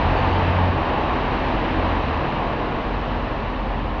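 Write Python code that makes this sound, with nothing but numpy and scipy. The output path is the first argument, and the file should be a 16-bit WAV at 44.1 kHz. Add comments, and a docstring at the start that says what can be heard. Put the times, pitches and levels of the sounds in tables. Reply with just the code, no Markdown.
"""City traffic heard from the pavement in front of a shop window.
At the start a brake squeaks faintly twice as its pad catches the disc, and a car rolls by on singing tyres.
One engine idles nearby; another drones, fades within a second and swells once more as it moves off.
Toward the middle, engines farther away growl and hum, and then their exhausts boom briefly.
To the end, the roar of tyres on asphalt slowly recedes over the low rumble of the street."""
import sys
import numpy as np
from scipy import signal
from scipy.fft import rfft, irfft
from scipy.io import wavfile

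SR = 44100
rng = np.random.default_rng(int(sys.argv[2]) if len(sys.argv) > 2 else 0)


def wrap_up_sound(samples):
    """Save the sound to the file named by the first command line argument, as 16-bit audio."""
    columns = np.atleast_2d(samples).T
    # keep every value between -1 and 1, then stretch to whole-number steps
    tamed = np.clip(columns, -1, 1)
    steps = np.round(tamed * 32767).astype(np.int16)
    wavfile.write(sys.argv[1], SR, steps)


N = 176400
T = np.arange(N) / SR

# tyre roar on asphalt, from low to high pitch: f/Hz, level/dB
ROAR_SPECTRUM = [(200, -13), (380, -4.5), (520, -2), (700, -2.06), (900, -0.6), (1120, -3), (1350, -12.5),
                 (1800, -23.5), (3000, -63)]
# hiss of the tyre treads: f/Hz, level/dB
TREAD_SPECTRUM = [(800, -16.5), (1400, -1), (1800, 1), (2150, -3), (2700, -2.5), (3000, -5), (3400, -11.5),
                  (3900, -12), (4500, -19.5), (5300, -27.5), (6300, -36), (7100, -58)]
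# the traffic draws away: t/s, relative roar level/dB, relative hiss level/dB
TYRE_LEVELS = [(0, -23.5, -30), (.45, -24.5, -30), (.72, -26, -32.5), (.95, -24, -32), (1.65, -26, -31.3),
               (1.9, -25, -32), (2.3, -26, -33.5), (2.7, -27.5, -35), (3.3, -29, -36), (4, -30.5, -38)]
# where the nearest car's tyres ring: f/Hz, width/Hz, level/dB
NEAR_CAR_RESONANCES = [(702, 120, -4.5), (870, 190, -1)]
# loudness of the idling engine: t/s, level/dB
IDLE_LEVEL = [(0, -25.5), (.15, -26), (.5, -35), (.85, -35), (1.2, -29.5), (1.9, -28.5), (2.35, -35.5),
              (3, -28.5), (4, -28)]
# the tones in its sound: multiple of the firing rate, level/dB
IDLE_TONES = [(1, 1), (2, -14), (3, -19), (5, -17.5), (6, -25.5), (7, -17)]
# firing rate and loudness of the engine that moves off: t/s, f/Hz, level/dB
DRONE_COURSE = [(0, 88.6, -23.5), (.2, 89.8, -26), (.35, 89.38, -20.5), (.66, 89.42, -19.5),
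                (.9, 86.26, -36), (1.62, 88, -40.5), (1.8, 87.66, -26), (1.98, 87.2, -29.5),
                (2.35, 86.9, -42.5), (4, 83.8, -40.5)]
# the tones in its sound: multiple of the firing rate, level/dB
DRONE_TONES = [(1, -1.5), (1.5, -15.5), (2, -15.5), (3, -19)]
# start and strength of each brake squeak: t/s, level/dB
SQUEAKS = [(0.156, -48), (0.302, -50.5)]
# where the brake disc rings: f/Hz, level/dB
BRAKE_TONES = [(4525, -3), (6505, -23)]
# where the far exhausts boom: f/Hz, width/Hz, level/dB
BOOM_RESONANCES = [(74.2, 7.2, 0), (140, 10.2, -2.5)]
# loudness of the booms: t/s, level/dB
BOOM_LEVEL = [(0, -26.5), (.7, -32), (1.1, -33.5), (1.9, -34.5), (2.3, -29), (2.7, -36), (3, -37), (4, -39)]
# where hard-working engines growl: f/Hz, width/Hz, level/dB
GROWL_RESONANCES = [(275, 40, -3.5), (314.5, 47.5, 1)]
# loudness of the growl: t/s, level/dB
GROWL_LEVEL = [(0, -34.5), (.9, -35), (1.4, -30.5), (1.85, -30.5), (2.05, -37.5), (2.8, -36), (3.2, -40),
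               (4, -43)]
# loudness of a thin engine hum: t/s, level/dB
HUM_LEVEL = [(0, -43.5), (.9, -37.5), (1.3, -35.5), (1.85, -33), (2.1, -47), (2.9, -38.5), (3.6, -39),
             (4, -44)]
# its single tone: multiple of its pitch, level/dB
HUM_TONES = [(1, 0)]
# rumble of the street: f/Hz, level/dB
RUMBLE_SPECTRUM = [(10, -18.5), (20, -1), (29, 10.5), (40, 1.5), (62, 10.5), (80, 0.5), (115, 6.5),
                   (160, -0.5), (220, 6.5), (340, -5), (430, -2.5), (900, -56)]
# far hiss of the street: f/Hz, level/dB
FAR_HISS_SPECTRUM = [(2500, -12.5), (4000, 0), (5300, -10.5), (6300, -19.5), (7100, -32)]


def tyres():
    """Tyres roar on the asphalt and their treads hiss; both sink as the cars draw away."""
    roar_db, hiss_db = in_time(TYRE_LEVELS)
    roar = from_db(roar_db + 0.77) * shaped_noise(ROAR_SPECTRUM, flutter_db=0.5)
    hiss = from_db(hiss_db - 0.32) * shaped_noise(TREAD_SPECTRUM, flutter_db=0.1)
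    return roar + hiss


def near_car(closest_s=0.38, fall_to_half_s=0.45, top_db=-28.5):
    """The tyres of the nearest car sing in a narrow range of pitch, loudest as it goes by."""
    relative_distance = np.hypot(1, (T - closest_s) / fall_to_half_s)
    return from_db(top_db) / relative_distance ** 2 * ringing(NEAR_CAR_RESONANCES)


def idling_engine(firing_hz=44.2):
    """An engine nearby fires slowly, making a deep note that swells and dips."""
    level_db, = in_time(IDLE_LEVEL)
    return from_db(level_db) * engine_note(firing_hz, IDLE_TONES, wander=0.024, waver_db=1.7)


def leaving_engine():
    """An engine drones and fades as it moves off; its note sinks a little as it fires more slowly."""
    firing_hz, level_db = in_time(DRONE_COURSE)
    return from_db(level_db) * engine_note(firing_hz, DRONE_TONES, wander=0.0062, waver_db=0.9)


def brake(rise_s=0.012, decay_s=0.066, wander=0.006):
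    """The pad catches the disc twice; its wavering tones start quickly and die away."""
    loudness = np.zeros(N)
    for start_s, db in SQUEAKS:
        rise = np.clip((T - start_s) / rise_s, 0, 1)
        decay = np.exp(-np.maximum(T - start_s - rise_s, 0) / decay_s)
        loudness += from_db(db) * rise * decay
    wobbly_time = np.cumsum(1 + wander * drift(90)) / SR  # bends both tones together
    disc = sum(from_db(db) * np.sin(2 * np.pi * hz * wobbly_time) for hz, db in BRAKE_TONES)
    return loudness * rms_one(disc)


def exhaust_booms():
    """The exhausts of vehicles farther off boom at two low pitches."""
    level_db, = in_time(BOOM_LEVEL)
    return from_db(level_db) * ringing(BOOM_RESONANCES)


def engine_growl():
    """Engines that are working hard make a rough growl."""
    level_db, = in_time(GROWL_LEVEL)
    return from_db(level_db) * ringing(GROWL_RESONANCES)


def engine_hum(pitch_hz=251):
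    """A far engine hums on one thin, wavering tone."""
    level_db, = in_time(HUM_LEVEL)
    return from_db(level_db) * engine_note(pitch_hz, HUM_TONES, wander=0.008, waver_db=2.0)


def street(rumble_db=-28.5, fade_db_per_s=0.62, hiss_db=-59):
    """Far traffic blends into a slowly fading rumble and a faint, steady hiss."""
    rumble = from_db(rumble_db - fade_db_per_s * T) * shaped_noise(RUMBLE_SPECTRUM, flutter_db=0.5)
    hiss = from_db(hiss_db) * shaped_noise(FAR_HISS_SPECTRUM, flutter_db=-0.3)
    return rumble + hiss


def engine_note(hz, tones, wander, waver_db):
    """Tones at multiples of a wandering firing rate, each wavering in strength."""
    phase = 2 * np.pi * np.cumsum(hz * (1 + wander * drift(5))) / SR
    note = np.zeros(N)
    for multiple, db in tones:
        strength = from_db(db + waver_db * drift(11))
        note += strength * np.sin(multiple * phase + 2 * np.pi * rng.random())
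    return rms_one(note)


def ringing(resonances):
    """Noise rings at each given pitch; the smaller the width, the clearer the note."""
    sound = np.zeros(N)
    for hz, width_hz, db in resonances:
        r = np.exp(-np.pi * width_hz / SR)
        resonator = [1 - r, 0, r - 1, 1, -2 * r * np.cos(2 * np.pi * hz / SR), r * r]
        ring = signal.sosfilt([resonator, resonator], rng.standard_normal(N + SR))
        sound += from_db(db) * rms_one(ring[SR:])  # skip a second while the ringing builds up
    return rms_one(sound)


def shaped_noise(spectrum, flutter_db):
    """Noise with the given strength at each pitch and a slightly unsteady level."""
    hz, db = np.transpose(spectrum)
    all_hz = np.maximum(np.arange(N // 2 + 1) * SR / N, 1)
    gain = from_db(np.interp(np.log(all_hz), np.log(hz), db))
    noise = irfft(rfft(rng.standard_normal(N)) * gain, N)
    return rms_one(noise) * from_db(flutter_db * drift(7.1))


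def drift(rate_hz):
    """A smooth random wander of typical size 1; a higher rate makes it quicker."""
    r = np.exp(-80 * np.pi * rate_hz / SR)
    jolts = rng.standard_normal(N // 40 + 2002)  # one every 40 samples
    slow = signal.lfilter([1], [1, -2 * r, r * r], jolts)[2000:]
    return np.interp(np.arange(N) / 40, np.arange(len(slow)), rms_one(slow))


def in_time(rows):
    """Join a table's points with straight lines, giving each column a value at every sample."""
    times, *columns = np.transpose(rows)
    return [np.interp(T, times, column) for column in columns]


def from_db(db):
    """Turn decibels into a number to multiply by."""
    return 10 ** (np.asarray(db) / 20)


def rms_one(x):
    """Scale a signal so that its typical size (root mean square) is 1."""
    return x / np.sqrt(np.mean(x ** 2) + 1e-20)


def scene():
    """The whole street at one microphone."""
    near = tyres() + near_car() + idling_engine() + leaving_engine() + brake()
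    far = exhaust_booms() + engine_growl() + engine_hum() + street()
    return (near + far)[None]


def record(dry):
    """The highest treble is cut off steeply."""
    cutoff_hz = 7150
    return signal.sosfilt(signal.ellip(12, .1, 90, cutoff_hz, fs=SR, output="sos"), dry)


dry = scene()
out = record(dry)
wrap_up_sound(out)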